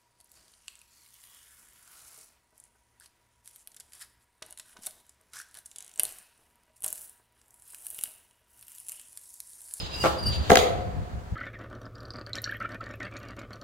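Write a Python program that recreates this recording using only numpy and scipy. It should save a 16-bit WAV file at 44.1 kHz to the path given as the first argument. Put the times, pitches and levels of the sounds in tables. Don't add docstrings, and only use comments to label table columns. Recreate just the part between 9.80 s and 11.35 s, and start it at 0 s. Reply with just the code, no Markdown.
import sys
import numpy as np
from scipy import signal
from scipy.fft import rfft, irfft, next_fast_len
from scipy.io import wavfile
from scipy.ndimage import uniform_filter1d, map_coordinates

SR = 44100
rng = np.random.default_rng(int(sys.argv[2]) if len(sys.argv) > 2 else 0)


def log_audio(samples):
    frames = np.atleast_2d(samples).T
    limited = np.clip(frames, -1, 1)
    pcm = np.round(limited * 32767).astype(np.int16)
    wavfile.write(sys.argv[1], SR, pcm)


N = 68355
LEFT_LAG_S = 0.00039

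# frequency in Hz, level in dB.
CRACK_TONE = [(200, 17), (1500, 14.5), (4500, 1), (16000, -16)]


def landing():
    # start in seconds, rise time in seconds, then a level in dB for each of bands_hz.
    hits = [(.6968, 0.0015, -15, -19, -21, -12, -16), (.7012, 0.0022, -6, 0.5, -1.5, -8.5, -3),
            (.7095, .002, -11, -31, -35, -16, -5), (.7158, 0.0036, 2, -10.5, -8, 0.5, -4.5),
            (.7558, 0.00017, -16.5, -13, -3.5, -7.5, -3.5), (.7704, 0.00085, -12.5, -9, -11.5, 0.5, -13.5)]
    bands_hz = [700, 1200, 2200, 3700, 8000]
    t, out = np.arange(N) / SR, np.zeros((2, N))
    for start, rise_s, *levels_db in hits:
        force = list(zip(bands_hz, levels_db))
        onset = 1 - np.exp(-t / rise_s)
        ring = onset * scooter_ring(force)
        tone = lambda hz: amp(along(CRACK_TONE, hz) + along(force, hz))
        burst = onset * fade(0.014)
        crack = filtered(rng.standard_normal((2, N)), tone) * burst
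        click = filtered(np.linalg.norm(burst) * signal.unit_impulse(N, 64), tone)
        boom = ramp_boom(thump_db=levels_db[0])
        direct = stereo(ring, left_lag_s=-0.000098) + crack + boom
        out += delayed(direct + park_echoes(ring + click), start)
    return out


def scooter_ring(force):
    # pitch in Hz, level in dB.
    notes = [(212, -20.5), (290, -16), (416, -7), (520, -5.5), (700, -2), (795, -5), (1340, -9), (1620, -8),
             (2080, -7.5), (3280, -19), (3870, -8.5), (6600, -5)]
    t, ring = np.arange(N) / SR, np.zeros(N)
    for k, (hz, db) in enumerate(notes):
        fade_s = 0.034 * (hz / 1000) ** -0.68
        ring += amp(db + along(force, hz)) * fade(fade_s) * np.sin(2 * np.pi * hz * t + k * np.pi)
    return ring


def ramp_boom(thump_db):
    # pitch in Hz, level in dB, seconds to fade by 60 dB.
    notes = [(339.2, -15, 1.34), (420, -24, 0.32), (492, -3.5, 0.72), (522, -14, 1.73), (676.3, -6.5, 1),
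             (717, -4, 1.53), (4720, -24, 0.83)]
    t, boom = np.arange(N) / SR, np.zeros((2, N))
    for hz, db, fade_s in notes:
        level = amp(db + 2 * wobble(25.1)) * fade(fade_s)
        waver = 0.75 * np.array([wobble(22), wobble(22.3)])
        boom += level * np.sin(2 * np.pi * hz * t + waver)
    onset = 1 - np.exp(-t / 0.051)
    return stereo(boom * amp(thump_db - 21.5) * onset, LEFT_LAG_S)


def takeoff():
    # start in seconds, level in dB.
    knocks = [(.2388, -18), (.2482, -17.5), (.2565, -16), (.2655, -20)]
    # pitch in Hz, level in dB.
    notes = [(549.7, 0.5), (678, -2.5), (794, -3.5), (1160, -2.5), (1366, -5), (318, -5.5)]
    t, out = np.arange(N) / SR, np.zeros((2, N))
    onset = 1 - np.exp(-t / 0.00033)
    for start, knock_db in knocks:
        ring = np.zeros((2, N))
        for hz, db in notes:
            phase = 2 * np.pi * rng.random() + rng.standard_normal((2, 1)) / 2
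            ring += amp(db) * np.sin(2 * np.pi * hz * t + phase)
        rattle = filtered(stereo_noise(), lambda hz: amp(along(CRACK_TONE, hz) - 9))
        knock = ring * fade(0.048) + rattle * fade(0.071)
        out += delayed(amp(knock_db) * knock * onset, start)
    return out + amp(-2.5) * park_echoes(out)


def bearings():
    # peak time in seconds, pitch there in Hz, slide in Hz per second, level in dB,
    # seconds to rise by 20 dB, seconds to fade by 60 dB.
    squeals = [(.005, 5005, 0, -42, .03, .35), (.15, 4930, -600, -41, .05, .45),
               (.228, 4830, -100, -35, .09, .22), (.398, 4790, -1000, -39, .035, .55),
               (.468, 4715, -80, -30.5, .04, .33), (.57, 4705, -150, -45, .1, .45),
               (.14, 2680, 1500, -47, .03, .4), (.23, 2850, 800, -43, .15, .2),
               (.49, 2870, -600, -44, .09, .25), (.15, 3900, -200, -50, .2, .3)]
    t, squeal = np.arange(N) / SR, np.zeros((2, N), complex)
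    for peak_s, hz, slide, db, rise_s, fade_s in squeals:
        age = t - peak_s
        pitch = hz + slide * age + 30 * wobble(262.8)
        swell = amp(db + 4 + np.minimum(20 * age / rise_s, -60 * age / fade_s))
        chatter = np.array([1 + 0.6 * (wobble(130) + 1j * wobble(130)) for side in range(2)])
        squeal += swell * chatter * np.exp(2j * np.pi * np.cumsum(pitch) / SR)
    phase = np.angle(squeal) + 0.35 * wobble(700)
    wave = np.sin(phase) + amp(-19) * np.sin(2 * phase) + amp(-25) * np.sin(3 * phase)
    return np.abs(squeal) * wave


def wheels():
    # time in seconds, roar level in dB.
    roar_levels = [(0, -42), (.7, -38.5), (1.05, -43), (1.55, -48)]
    # time in seconds, whirr level in dB, hiss level in dB.
    whirr_hiss_levels = [(.02, -40, -52.5), (.1, -44, -59), (.17, -45.5, -48), (.24, -69, -37.5),
                         (.29, -39, -41.5), (.39, -50, -57), (.5, -51, -46), (.53, -35.5, -56),
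                         (.61, -46, -56), (.69, -44, -49), (1.1, -61, -60), (1.55, -66.5, -61)]
    # frequency in Hz, level in dB.
    roar_tone = [(200, 1.5), (750, 0), (1700, -7), (2500, -16.5), (5000, -38), (16000, -42)]
    whirr_tone = [(1500, -31), (2800, 2), (4600, 1.5), (5400, -16), (7000, -8), (10000, -37)]
    hiss_tone = [(2500, 5.5), (7000, 5), (12500, -6), (16000, -2)]
    roar_db, = curves(roar_levels)
    whirr_db, hiss_db = curves(whirr_hiss_levels)
    roar = shaped_noise(roar_tone) * amp(roar_db + 0.16 * wobble(28.3))
    whirr = shaped_noise(whirr_tone) * amp(whirr_db + 2 * wobble(54.36))
    hiss = shaped_noise(hiss_tone) * amp(hiss_db)
    return roar + whirr + hiss


def park_echoes(x):
    # frequency in Hz, seconds for the tail to fade by 60 dB.
    fade_times = [(150, 1), (1500, 0.7), (3500, 0.45), (15000, 0.32)]
    # frequency in Hz, echo level in dB.
    tone = [(200, -8.5), (1000, -1), (2200, -8), (4200, -0.5), (5200, -6), (15000, 0)]
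    hz, t, spectrum = signal.stft(stereo_noise(), SR, nperseg=256)
    late = amp(-60 * t / along(fade_times, hz)[:, None])
    late /= np.linalg.norm(late, axis=1, keepdims=True)
    early = amp(-60 * t / 0.06)
    early *= amp(-2) / np.linalg.norm(early)
    shape = np.hypot(late, early) * amp(along(tone, hz))[:, None]
    tail = signal.istft(spectrum * shape, SR, nperseg=256)[1] * np.sqrt(len(t) / N)
    return delayed(signal.fftconvolve(np.atleast_2d(x), tail, axes=1), 0.015)


def wall_echo(x, centre_hz=472, sharpness=1.1):
    band = lambda hz: 1 / (1 + (sharpness * (hz / centre_hz - centre_hz / (hz + 1))) ** 2)
    return amp(-10.5) * delayed(filtered(x, band), 0.11)


def rumble():
    # peak time in seconds, level in dB, half length in seconds.
    surges = [(.035, -35, .02), (.28, -35, .08), (.49, -26, .04), (.6, -24, .025), (.71, -27, .02),
              (.8, -31, .025), (.96, -32, .06), (1.085, -31, .02), (1.19, -29, .04), (1.36, -30, .022),
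              (1.533, -27, .012)]
    # frequency in Hz, level in dB.
    tone = [(20, -29), (65, 2.5), (100, -3), (140, -9), (210, -14.5), (300, -30.5), (1200, -120)]
    t = np.arange(N) / SR
    surge_power = sum(amp(db) ** 2 * np.exp(-((t - s) / half) ** 2) for s, db, half in surges)
    noise = shaped_noise(tone)
    noise_power = np.abs(uniform_filter1d((noise ** 2).mean(0), size=1800))
    steady = noise / np.sqrt(noise_power + 1e-3)
    return steady * np.sqrt(amp(-43) ** 2 + surge_power)


def stereo_noise():
    share = lambda hz: 0.43 / (1 + (hz / 2630) ** 2)
    common = filtered(stereo(rng.standard_normal(N), LEFT_LAG_S), lambda hz: np.sqrt(share(hz)))
    return common + filtered(rng.standard_normal((2, N)), lambda hz: np.sqrt(1 - share(hz)))


def shaped_noise(tone):
    noise = filtered(stereo_noise(), lambda hz: amp(along(tone, hz)))
    return noise / np.sqrt(np.mean(noise ** 2) + 1e-20)


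def amp(db):
    return 10 ** (np.asarray(db) / 20)


def fade(seconds):
    return amp(-60 * np.arange(N) / SR / seconds)


def along(points, hz):
    freqs, values = np.transpose(points)
    return np.interp(np.log(hz + 1), np.log(freqs + 1), values)


def curves(rows):
    times, *columns = np.transpose(rows)
    return [np.interp(np.arange(N) / SR, times, column) for column in columns]


def wobble(rate):
    return map_coordinates(rng.standard_normal(4096), [np.arange(N) * rate / SR], mode="wrap")


def filtered(x, response):
    size = next_fast_len(N + SR // 2)
    return irfft(rfft(x, size) * response(np.fft.rfftfreq(size, 1 / SR)), size)[..., :N]


def stereo(x, left_lag_s):
    return filtered(x, lambda hz: np.exp(np.pi * 1j * hz * left_lag_s * np.array([[-1], [1]])))


def delayed(x, seconds):
    return np.pad(x, ((0, 0), (round(seconds * SR), 0)))[:, :N]


def scene():
    # frequency in Hz, left level minus right level in dB.
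    balance = [(500, 0.5), (2000, -0.3), (12000, -1)]
    thumps = takeoff() + landing()
    sound = thumps + wall_echo(thumps) + bearings() + wheels() + rumble()
    return filtered(sound, lambda hz: amp(along(balance, hz) * np.array([[.5], [-.5]])))


def record(dry):
    clipped = dry / (1 + np.abs(dry / 0.95) ** 8) ** (1 / 8)
    return filtered(clipped, lambda hz: hz < 16000)


dry = scene()
out = record(dry)
log_audio(out)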